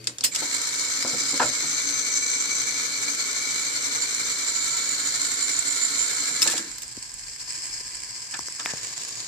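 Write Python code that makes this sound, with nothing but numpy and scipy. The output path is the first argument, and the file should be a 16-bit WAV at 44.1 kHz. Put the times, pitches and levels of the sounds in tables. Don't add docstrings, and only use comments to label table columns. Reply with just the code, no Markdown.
import sys
import numpy as np
from scipy import signal
from scipy.fft import rfft, irfft, next_fast_len
from scipy.io import wavfile

SR = 44100
rng = np.random.default_rng(int(sys.argv[2]) if len(sys.argv) > 2 else 0)


def store_pcm(level_fs):
    pcm = np.round(np.clip(level_fs, -1, 1) * 32767).astype(np.int16)
    wavfile.write(sys.argv[1], SR, np.atleast_2d(pcm).T)


N = 408807
TIME = np.arange(N) / SR
HZ = np.maximum(np.fft.rfftfreq(8192, 1 / SR), 1)


# frequency in Hz, relative density in dB per Hz.
GEAR_SPECTRUM = [(800, -19.5), (1000, -14), (1350, -9.5), (1800, -8.5), (2200, -2), (2550, -13.5),
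                 (3100, -12.5), (3750, -6.5), (4150, 1), (5200, -5.5), (6700, -4), (7700, -0.5),
                 (8800, -12), (10200, -20), (15000, -27)]
FRAME_SPECTRUM = [(40, -28), (85, -18), (130, 6), (185, -7), (220, 2), (400, -3.5), (500, 3.5), (700, -7.5),
                  (970, -2), (1300, -21), (2200, -20.5)]
# frequency in Hz, width in Hz, rise in dB.
GEAR_MODES = [(700, 200, 3), (960, 40, 7), (1298, 25, 5), (1348, 22, 9), (1463, 20, 8), (1514, 24, 5),
              (2490, 70, -4), (3610, 70, 5), (4060, 100, 1.5), (5730, 50, 4), (5980, 70, 5), (6250, 90, 4)]
FRAME_MODES = [(283.2, 29, 14.3), (408, 49, 10), (485, 17, 5.1), (885, 18, 5.2), (994, 57, 7.1)]
# frequency in Hz, half-width in Hz,
# level in dB against the clatter, dB more per unit of aim, flutter depth in dB.
LOOSE_RINGS = [(1514, 20, -25.5, -3, 1), (2308, 38, -19, 7.5, 2), (2240, 90, -21, 5, 1),
               (4380, 100, -15.5, 1.5, 3), (5990, 90, -18.5, 6, 3), (6270, 120, -18, 5.5, 3),
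               (7175, 65, -7.5, -4, 2.5), (7520, 170, -18, 4, 4)]
RING_WANDER_DB, RING_BEND, RING_BEND_PER_S = 0.8, 0.005, 1.5
RING_BUILD_S = 0.25
MOTOR_HZ = 56.3
START_S, SPIN_UP_S, STOP_S, COAST_DB_PER_S = 0.31, 0.041, 6.48, 68
CLATTER_DB, FRAME_DB = -27.5, -48.5
BURRS_PER_S, BURR_DB, BURR_SPREAD_DB = 70, -8.5, 2.5
# swings per second, depth in dB.
SWAY = [(7.3, 0.3), (11.0, 0.7), (17.5, 0.5)]
SWAY_WIDTH_HZ = 0.7
# height of the swell in seconds, swell time in seconds, level in dB, frequency in Hz, half-width in Hz.
BAND_SWELLS = [(0.326, 0.015, -35.5, 7500, 299), (0.327, 0.011, -42.5, 2280, 120),
               (1.2, 0.46, -36.5, 5070, 350), (1.88, 0.057, -37, 6070, 170), (2.15, 0.67, -33.5, 6190, 260),
               (2.3, .25, -33.5, 7400, 350), (4.75, 0.5, -37.5, 7130, 200), (4.999, 0.52, -38, 4400, 220),
               (5.8, 0.74, -41, 8100, 399)]
SWELL_UNEVEN_DB = 2.5
# time in seconds, aim from -1 at the magazine to +1 at the far side wall.
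AIM = [(0.3, 0.17), (1.5, 0.12), (2.0, 0.75), (3.0, 0.7), (3.7, 0.67), (4.3, 0.26), (5.4, -0.7),
       (6.4, -0.3)]
AIM_LOSS_DB, AIM_FRAME_DB = 0.8, 1.3
AIM_PAN_DB, MAGAZINE_PAN_DB, TRANSFER_PAN_DB = 1, 0.73, 1.3
# delay in seconds, seconds more per unit of aim, level in dB.
WALLS = [(0.0031, 0.0005, -13), (0.0052, -0.0008, -13), (0.0083, 0.0012, -14)]

# frequency in Hz, relative density in dB per Hz.
CAM_SPECTRUM = [(2500, -20), (3700, -2), (4400, 2.5), (5050, 6.5), (5850, -2), (6800, 0.5), (7650, 9.5),
                (8300, -0.5), (9300, -8.5), (12000, -21.5), (13200, -18), (15000, -38)]
GRIND_SPECTRUM = [(150, -17), (290, -4), (390, -6.5), (560, -15), (800, -11.5), (1000, 0.5), (1200, -11),
                  (1450, -10), (1680, 3.5), (1850, -5.5), (2100, 3.5), (2800, 0.5), (3700, 4),
                  (6000, -21.5)]
ARM_SPECTRUM = [(150, -8), (390, -6.5), (600, -7), (1100, -8.5), (2000, -12), (3100, -6.5), (4200, 6),
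                (5200, 0.5), (6400, -3.5), (7400, 3.5), (8500, -13), (10300, -20), (15000, -30)]
# frequency in Hz, width in Hz, rise in dB.
CAM_MODES = [(4390, 140, 6.5), (5380, 200, 5.5), (6480, 290, 5)]
ARM_MODES = [(406, 36, 11), (1150, 38, 11), (1620, 60, 7), (6710, 230, 13), (7240, 140, 11)]
# frequency in Hz, half-width in Hz, balance in dB before the load term.
CAM_RINGS = [(4950, 45, -3), (5090, 38, -2), (7370, 160, -15)]
CAM_RING_LOAD_DB, CAM_RING_BEND = 7, 0.008
# mean frequency in Hz, mean level in dB.
TRANSFER_TONES = [(242.2, -67), (261, -72), (387.6, -67.5), (727, -74), (781, -78), (850.6, -69.5),
                  (1007, -70), (1394, -74), (1610, -68), (1658, -65), (1766, -70)]
# time in seconds, load from 0 to 1.
LOAD = [(6.8, 0.0), (7.4, 0.17), (7.52, 0.93), (7.9, 0.64), (8.1, 0.58), (8.52, 0.7), (8.7, 1), (9.27, 0.2)]
TRANSFER_START_S, TRANSFER_SPIN_UP_S = 6.5, 0.15
CAM_DB, CAM_LOAD_DB, GRIND_DB, GRIND_LOAD_DB = -41.5, 6, -53, 8.5
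ARM_START_S, ARM_RISE_S, ARM_DB, CAM_RELIEF_DB = 8.66, 0.036, -39, -2.5

# start in seconds, level in dB, chatter in seconds, brightness as a low-pass edge in Hz.
CLICKS = [(0.042, -32.5, 0.0013, 8000), (0.0723, -16, 0.0023, 8150), (0.184, -25.5, 0.0012, 8900),
          (0.208, -21, 0.00067, 7360), (0.2378, -16.5, 0.0036, 14000), (0.2433, -16, 0.008, 15040),
          (0.262, -28, .005, 9000), (0.347, -22.5, 0.0067, 10000), (0.359, -16, 0.0019, 9400),
          (6.418, -16, 0.0032, 13000), (6.425, -16, 0.005, 15000), (6.474, -16, 0.0062, 9000),
          (6.498, -26.5, 0.026, 12000), (6.567, -24, 0.0046, 9200), (6.577, -20.5, 0.0044, 9600),
          (6.782, -31.5, 0.0022, 16000), (6.82, -30.5, 0.0019, 15400), (8.34, -24, 0.0032, 6000),
          (8.597, -23.5, 0.0028, 6000), (9.083, -32, 0.0007, 13900), (9.202, -32.5, 0.004, 8000)]
CLICK_FALL_S, FALL_PER_CHATTER = 0.0058, 2.7
CHATTER_PER_S = 5000
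CLICK_THUD_DB, CLICK_THUD_HZ, CLICK_THUD_S = -28, 319, 0.34
SLACK_GAP_S, SLACK_DB, SLACK_SPREAD_DB, SLACK_CHATTER_S, SLACK_HZ = 0.22, -48, 8, 0.0022, 9000
# frequency in Hz, relative density in dB per Hz.
LATCH_SPECTRUM = [(150, -19), (500, -34), (1000, -13), (2100, -2), (2900, -0.5), (4000, 2.5), (5200, 5.5),
                  (6200, 3.5), (7500, 9.5), (8700, 5), (10200, -6), (13000, -5), (15000, -2)]
# frequency in Hz, width in Hz, rise in dB.
LATCH_MODES = [(5260, 50, 2), (6760, 130, 1.5), (7460, 100, 3.5), (9000, 55, 2), (11600, 90, 7)]
# start in seconds, peak in dB, pitch in Hz, fall in seconds.
CATCHES = [(0.0714, -8.5, 4960, 0.005), (0.0717, -19, 8800, 0.013), (0.1835, -23, 7000, .01),
           (0.21, -21, 4970, .014), (0.234, -26, 3450, 0.049), (0.258, -23, 5250, .12),
           (0.363, -25, 7340, .015), (0.5433, -14, 7270, .02), (2.1403, -14, 5970, .02),
           (2.5527, -15, 7510, .02), (4.148, -16, 7210, .025), (4.7731, -16, 7190, .025),
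           (5.217, -13, 7190, .025), (5.591, -9, 7250, 0.041), (5.6816, -14, 7160, .025),
           (6.4187, -11, 5190, 0.057), (6.42, -13, 7860, .01), (6.4278, -9, 5400, 0.032),
           (6.475, -9, 7250, 0.022), (7.1407, -22, 7750, .012), (8.78, -25, 5200, 0.029),
           (9.084, -29, 10000, .005)]
# start in seconds, level of the note in dB, its pitch in Hz, snap in dB against the note.
TAPS = [(1.05, -21.5, 590, -27), (1.404, -12.5, 990, -25), (6.975, -30.5, 258, -25), (7.81, -40, 377, -20),
        (8.3915, -26.5, 1490, 9), (8.3924, -20.5, 1040, 6), (8.485, -26, 1460, 6),
        (8.6594, -11.5, 2720, -8), (8.6602, -11.5, 1890, -14), (8.7367, -24.5, 570, -3)]
TAP_CYCLES = 4.4
TAP_BODY_DB, TAP_BODY_PITCH, TAP_LOW_HZ = -11.5, 0.37, 130
SNAP_HZ, SNAP_FALL_S = 5960, 0.0037

# start in seconds, level in dB, centre in Hz, fall in seconds.
KNOCKS = [(0.42, -31.5, 543, 0.14), (1.045, -33.5, 401, 0.32), (1.133, -31, 293, 0.19),
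          (1.206, -42, 239, 0.29), (1.328, -31, 307, .2), (1.338, -41, 566, 0.064),
          (1.3983, -14, 1170, 0.053), (1.402, -26, 392, 0.29), (1.4157, -14.5, 1310, .045),
          (1.4235, -18, 1062, 0.048), (1.433, -26, 797, .05), (1.441, -36, 147, 0.22),
          (1.444, -30, 682, .08), (1.629, -40.5, 260, 0.34), (6.306, -41, 223, 0.17),
          (6.421, -29, 2120, 0.074), (6.475, -30, 1700, .06), (6.579, -33, 1517, 0.053),
          (8.399, -49, 97.5, 0.21), (8.738, -32, 218, 0.021)]
KNOCK_SPREAD = 1.9
# frequency in Hz, gain in dB.
PANELS = [(100, 0.5), (200, -5), (380, -1.5), (520, 0), (750, 1), (1100, -2), (1400, 2.5), (1800, -5),
          (2400, -6.5)]
# frequency in Hz, width in Hz, rise in dB.
PANEL_MODES = [(151, 40, 9), (270, 54, 8), (480, 44, 6), (610, 45, 5), (985, 90, 7), (1340, 130, 6),
               (1730, 110, 6)]
# start in seconds, level in dB, starting pitch in Hz, fall in seconds.
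JOSTLES = [(6.417, -42, 450, 0.16), (6.454, -28, 1150, 0.19), (6.533, -28, 900, 0.14),
           (6.592, -33, 280, 0.15), (6.639, -41, 360, 0.33)]
JOSTLE_REST_HZ, JOSTLE_SAG_S, JOSTLE_WIDTH, JOSTLE_ATTACK_S = 284, 0.01, 0.38, 0.003
# height in seconds, level in dB, rise in dB per second, fall in dB per second, resonance in Hz.
SCRAPES = [(6.485, -33.5, 900, 110, 1780), (6.513, -41.5, 600, 115, 2900), (8.345, -30, 1800, 900, 1600),
           (8.6, -32, 1500, 700, 1330), (8.675, -35, 900, 142, 1800)]
# frequency in Hz, relative density in dB per Hz.
SCRAPE_SPECTRUM = [(150, -13), (700, -3.5), (1200, 1), (1750, 2), (2400, -7), (4000, -13), (7500, -22),
                   (12000, -32)]
SCRAPE_WIDTH_HZ, SCRAPE_RISE_DB, SLIPS_PER_S, SLIP_SPREAD_DB = 450, 7, 1400, 2

HUM_DB, SURGE_DB, BUZZ_DB, SURGE_FALL_DB_PER_S = -66, -44, -48.5, 69
# frequency in Hz, relative density in dB per Hz.
ROOM_SPECTRUM = [(20, -41), (42, -18), (70, 2.5), (130, 6.5), (280, -9), (600, -13.5), (2000, -6.5),
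                 (8000, -12.5), (15000, -26)]
# time in seconds, level in dB.
RUMBLE = [(6.7, -56), (7.3, -55), (7.55, -65), (7.8, -48), (8.1, -63), (8.6, -72)]
# frequency in Hz, then left minus right in dB.
PORTS = [(100, 0.5), (700, 4), (1400, 5), (2200, -4), (3000, -2), (4400, 12), (5300, 10), (6200, 11),
         (7200, -10.5), (8300, -15), (10200, -2), (11500, -7.5), (14500, -8)]
# frequency in Hz, side gain in dB.
WIDTH = [(40, -12), (75, -7), (150, -14), (330, -12), (700, -6.5), (1300, 2.5), (2400, -2.5), (5000, -2.5),
         (15000, 2.5)]
LOW_CUT_HZ, CUTOFF_HZ = 26, 15400


def magazine():
    aim = curve(AIM)
    spin_up = 1 - np.exp(-np.maximum(TIME - START_S, 0) / SPIN_UP_S)
    running = spin_up * amp(-COAST_DB_PER_S * np.maximum(TIME - STOP_S, 0))
    sway_db = sum(depth * flutter(hz) for hz, depth in SWAY)
    clatter = running * amp(CLATTER_DB - AIM_LOSS_DB * aim + sway_db)
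    frame = running * amp(FRAME_DB + AIM_FRAME_DB * aim)

    turn = 2 * np.pi * np.cumsum(MOTOR_HZ * (1 + 0.0042 * drift(0.54))) / SR
    load_db = 1.4 * np.cos(turn) + 0.58 * np.cos(2 * turn) + 1.0 * np.cos(2 * np.pi * 120 * TIME)
    force = amp(load_db + 0.53 * drift(15.3))
    burrs = amp(BURR_DB) * contacts(BURRS_PER_S, BURR_SPREAD_DB)

    ringing = []
    for hz, width, db, aim_db, flutter_db in LOOSE_RINGS:
        wander_db = RING_WANDER_DB * drift(0.33) + flutter_db * flutter(SWAY[0][0])
        gliding_hz = hz * (1 + RING_BEND * drift(RING_BEND_PER_S))
        ringing.append((amp(db + aim_db * aim + wander_db), gliding_hz, width))
    loose = 1 - np.exp(-np.maximum(TIME - START_S, 0) / RING_BUILD_S)

    def teeth(gain):
        return rms_one(colour(force * (contacts(per_s=5000, spread_db=1.5) + burrs), gain))

    def face():
        rings = sum(level * gliding(force * contacts(per_s=900, spread_db=0.0), hz, width)
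                    for level, hz, width in ringing)
        gears = amp(-2.5) * walls(teeth(shape(GEAR_SPECTRUM, GEAR_MODES)), aim)
        body = frame * teeth(shape(FRAME_SPECTRUM, FRAME_MODES))
        return clatter * (gears + np.sqrt(loose) * rings) + body + force * amp(sway_db) * band_swells()

    return np.array([face(), face()])


def band_swells():
    strikes = contacts(per_s=2700, spread_db=1.5) * amp(SWELL_UNEVEN_DB * drift(29.0))
    out = np.zeros(N)
    for s, length, db, hz, width in BAND_SWELLS:
        swell = amp(db) * np.exp(-((TIME - s) / length) ** 2)
        out += swell * rms_one(colour(strikes, resonance(hz, width)))
    return out


def walls(x, aim):
    bounced = sum(amp(db) * np.interp(TIME - delay - shift * aim, TIME, x) for delay, shift, db in WALLS)
    return (x + bounced) / np.sqrt(1 + sum(amp(db) ** 2 for _, _, db in WALLS))


def transfer():
    running = ramp(TRANSFER_START_S, TRANSFER_SPIN_UP_S)
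    load = curve(LOAD)
    lifting = ramp(ARM_START_S, ARM_RISE_S)
    clatter = amp(CAM_DB + CAM_LOAD_DB * load + CAM_RELIEF_DB * lifting)
    grind = amp(GRIND_DB + GRIND_LOAD_DB * load)
    force = amp(1.95 * drift(38) + 0.64 * flutter(hz=13.82))
    ticks = amp(-6.5) * contacts(per_s=77, spread_db=-25.0)
    singing = clatter * amp(CAM_RING_LOAD_DB * (load - 2) - 4.9 * lifting)
    bend = 1 + CAM_RING_BEND * drift(2.3)
    parts = [(clatter, shape(CAM_SPECTRUM, CAM_MODES)),
             (grind, shape(GRIND_SPECTRUM)),
             (lifting * amp(ARM_DB), shape(ARM_SPECTRUM, ARM_MODES))]

    def face():
        strikes = force * (contacts(per_s=2700, spread_db=1.5) + ticks)
        rings = sum(amp(db) * gliding(force * contacts(per_s=1600, spread_db=0.5), hz * bend, width)
                    for hz, width, db in CAM_RINGS)
        return singing * rings + sum(level * rms_one(colour(strikes, gain)) for level, gain in parts)

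    clock = np.cumsum(1 + 0.0026 * drift(1.814)) / SR
    tones = sum(amp(db + 0.72 * drift(2.6)) * np.sqrt(2) * np.sin(2 * np.pi * hz * clock)
                for hz, db in TRANSFER_TONES)
    return running * np.array([face() + tones, face()])


def clicks():
    out, t = np.zeros(N), TIME[:SR // 4]
    for s, db, chatter, bright_hz in CLICKS + slack():
        fall = CLICK_FALL_S + FALL_PER_CHATTER * chatter
        touches = rms_one(rng.choice([-1, 1], len(t)) * (rng.random(len(t)) < CHATTER_PER_S / SR))
        burst = touches * np.exp(-np.log(1000) * np.maximum(t - chatter, 0) / fall)
        edge = signal.butter(3, min(bright_hz, 0.45 * SR), fs=SR, output="sos")
        add(out, s, amp(db) * signal.sosfilt(edge, burst))
    return colour(out, rms_one(shape(LATCH_SPECTRUM, LATCH_MODES)))


def slack():
    times = TRANSFER_START_S + np.cumsum(SLACK_GAP_S * rng.uniform(0.3, 1.7, size=40))
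    levels = SLACK_DB + SLACK_SPREAD_DB * rng.standard_normal(len(times))
    return [(s, db, SLACK_CHATTER_S, SLACK_HZ) for s, db in zip(times, levels) if s < N / SR]


def catches():
    out = np.zeros(N)
    for s, db, hz, fall in CATCHES:
        add(out, s, amp(db) * ping(hz, fall))
    return out


def taps():
    out = np.zeros(N)
    for s, db, hz, snap_db in TAPS:
        body_hz = TAP_BODY_PITCH * hz
        note = ping(hz, TAP_CYCLES / hz)
        body = amp(TAP_BODY_DB) * ping(body_hz, TAP_CYCLES / body_hz)
        snap = amp(snap_db) * ping(SNAP_HZ, SNAP_FALL_S)
        add(out, s, amp(db) * (note + body + snap))
    return signal.sosfilt(signal.butter(1, TAP_LOW_HZ, "high", fs=SR, output="sos"), out + 1e-18)


def knocks(crack_db=-3.0):
    out, t, count = np.zeros(N), TIME[:SR // 4], 48
    jolts = [(s, db + CLICK_THUD_DB, CLICK_THUD_HZ, CLICK_THUD_S) for s, db, _, _ in CLICKS]
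    for s, db, centre_hz, fall in KNOCKS + jolts:
        low_hz, high_hz = centre_hz / KNOCK_SPREAD, centre_hz * KNOCK_SPREAD
        hz = np.geomspace(low_hz, high_hz, count) * np.exp(0.038 * rng.standard_normal(count))
        modes = rng.choice([-1, 1], count) @ np.sin(2 * np.pi * np.outer(hz, t))
        dying = np.exp(-np.log(1000) * t / fall)
        crack_band = np.minimum([high_hz, 2 * high_hz], [SR / 4, SR / 3])
        above = signal.butter(2, crack_band, "band", fs=SR, output="sos")
        crack = amp(crack_db) * rms_one(signal.sosfilt(above, rng.standard_normal(len(t)))) * dying ** 2
        body = signal.sosfilt(signal.butter(2, 0.65 * low_hz, "high", fs=SR, output="sos"), modes * dying)
        body = rms_one(body) * np.sqrt(np.mean(dying ** 2))
        add(out, s, amp(db) * (body + crack))
    return colour(out, shape(PANELS, PANEL_MODES))


def jostles():
    out, t = np.zeros(N), TIME[:SR // 2]
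    for s, db, start_hz, fall in JOSTLES:
        hz = JOSTLE_REST_HZ + (start_hz - JOSTLE_REST_HZ) * np.exp(-t / JOSTLE_SAG_S)
        width = JOSTLE_WIDTH * np.sqrt(start_hz * JOSTLE_REST_HZ)
        swell = (1 - np.exp(-t / JOSTLE_ATTACK_S)) * np.exp(-np.log(1000) * t / fall)
        add(out, s, amp(db) * swell * gliding(rng.standard_normal(len(t)), hz, width))
    return signal.sosfilt(signal.butter(2, JOSTLE_REST_HZ / 3, "high", fs=SR, output="sos"), out + 1e-18)


def scrape():
    out = np.zeros(N)
    for s, db, rise, fall, hz in SCRAPES:
        drop_db = np.maximum(rise * (s - TIME), fall * (TIME - s)).clip(0, 100)
        tone = shape(SCRAPE_SPECTRUM, [(hz, SCRAPE_WIDTH_HZ, SCRAPE_RISE_DB)])
        out += amp(db - drop_db) * rms_one(colour(contacts(SLIPS_PER_S, SLIP_SPREAD_DB), tone))
    return out


def transformer(buzz_hz=4590, buzz_width_hz=90, rattle_db=-46, rattle_hz=290, rattle_width_hz=130):
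    surge = amp(-SURGE_FALL_DB_PER_S * TIME)
    swing = np.sqrt(2) * np.sin(2 * np.pi * 120 * TIME)
    shaking = rng.standard_normal(N) * (1 + swing / 2)
    buzz = amp(BUZZ_DB) * rms_one(colour(shaking, resonance(buzz_hz, buzz_width_hz)))
    rattle = amp(rattle_db) * rms_one(colour(shaking, resonance(rattle_hz, rattle_width_hz)))
    return (amp(HUM_DB) + amp(SURGE_DB) * surge) * swing + surge * (buzz + rattle)


def room_tone():
    air = amp(-51.0) * rms_one(colour(rng.standard_normal(N), shape(ROOM_SPECTRUM)))
    rumble_level = amp(curve(RUMBLE)) * (TIME >= RUMBLE[0][0])
    return air + rumble_level * rms_one(colour(rng.standard_normal(N), resonance(hz=42.4, width_hz=11)))


def drive(faces, pan_db):
    front, flank = faces
    heard = space(front, cabinet_db=-8.0, room_db=-10.0, sideways=0.95 * flank)
    return np.array([heard[0] * amp(pan_db / 2), heard[1] * amp(-pan_db / 2)])


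def space(x, cabinet_db, room_db, sideways=0):
    near, far = amp(cabinet_db), amp(room_db)

    def reflected():
        quick = echoes(t60=0.035, low_hz=1200)
        return signal.oaconvolve(x, near * quick + far * echoes(t60=0.14, low_hz=190))[:N]

    slanted = np.imag(signal.hilbert(x, next_fast_len(N)))[:N]
    mid = x + reflected()
    side = colour(0.29 * slanted + reflected() + sideways, shape(WIDTH))
    return np.array([mid - side, mid + side]) / np.sqrt(1 + near ** 2 + far ** 2)


def echoes(t60, low_hz):
    t = TIME[:SR // 2]
    train = rng.standard_normal(len(t)) * np.exp(-np.log(1000) * t / t60)
    train = signal.sosfilt(signal.butter(1, low_hz, "high", fs=SR, output="sos"), train)
    return train / np.sqrt(np.sum(train ** 2))


def contacts(per_s, spread_db):
    force = amp(spread_db * np.minimum(rng.exponential(1, N), 4)) * rng.choice([-1, 1], N)
    return rms_one(force * (rng.random(N) < per_s / SR))


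def gliding(strikes, hz, width_hz):
    spin = np.exp(2j * np.pi * np.cumsum(hz) / SR)
    r = np.exp(-2 * np.pi * width_hz / SR)
    slow = signal.lfilter([1], [1, -2 * r, r * r], strikes * spin.conj() + 1e-18)
    return rms_one((spin * slow).real)


def ping(hz, fall):
    t = TIME[:SR // 10]
    pulse = np.sin(2 * np.pi * hz * t) * np.exp(-np.log(1000) * t / fall)
    pulse = signal.sosfilt(signal.butter(1, hz / 2, "high", fs=SR, output="sos"), pulse)
    return pulse / np.abs(pulse).max()


def flutter(hz):
    steps = 200
    r = np.exp(-np.pi * SWAY_WIDTH_HZ / steps)
    noise = rng.standard_normal(len(TIME[::SR // steps]) + steps)
    swing = signal.lfilter([1], [1, -2 * r * np.cos(2 * np.pi * hz / steps), r * r], noise)[steps:]
    return np.interp(TIME * steps, np.arange(len(swing)), rms_one(swing))


def drift(rate):
    r = np.exp(-80 * np.pi * rate / SR)
    slow = signal.lfilter([1], [1, -2 * r, r * r], rng.standard_normal(N // 40 + 2002))[2000:]
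    return np.interp(np.arange(N) / 40, np.arange(len(slow)), rms_one(slow))


def shape(points, modes=()):
    hz, db = np.transpose(points)
    peaks = sum(rise / (1 + (2 * (HZ - centre) / width) ** 2) for centre, width, rise in modes)
    return amp(np.interp(np.log(HZ), np.log(hz), db) + peaks)


def resonance(hz, width_hz):
    return 1 / (1 + ((HZ - hz) / width_hz) ** 2)


def colour(x, gain):
    cepstrum = irfft(np.log(gain + 1e-6))
    fold = 1 + np.sign(len(cepstrum) / 2 - np.arange(len(cepstrum)))
    fold[0] = 1
    impulse = irfft(np.exp(rfft(cepstrum * fold)))
    return signal.oaconvolve(x, impulse)[:len(x)]


def curve(rows):
    return np.interp(TIME, *np.transpose(rows))


def ramp(start, length):
    return np.clip((TIME - start) / length, 0, 1)


def amp(db):
    return 10 ** (np.asarray(db) / 20)


def rms_one(x):
    return x / np.sqrt(np.mean(x ** 2) + 1e-20)


def add(track, s, sound):
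    start = int(s * SR)
    track[start:start + len(sound)] += sound[:N - start]


def scene():
    drives = drive(magazine(), MAGAZINE_PAN_DB + AIM_PAN_DB * curve(AIM))
    drives = drives + drive(transfer(), TRANSFER_PAN_DB)
    steel = space(clicks(), cabinet_db=-1.5, room_db=-1.5, sideways=amp(1.5) * clicks())
    bumps = space(knocks() + jostles() + scrape(), cabinet_db=-2.0, room_db=-6.0)
    floor = space(room_tone() + transformer(), cabinet_db=2.0, room_db=0.0, sideways=room_tone())
    return drives + steel + bumps + catches() + taps() + floor


def record(dry):
    tilt = shape(PORTS)
    right = np.sqrt(2 / (1 + tilt ** 2))
    heard = np.tanh([colour(dry[0], right * tilt), colour(dry[1], right)])
    heard = signal.sosfilt(signal.butter(2, LOW_CUT_HZ, "high", fs=SR, output="sos"), heard)
    return signal.sosfilt(signal.ellip(10, 0.2, 80, CUTOFF_HZ, fs=SR, output="sos"), heard)


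dry = scene()
out = record(dry)
store_pcm(out)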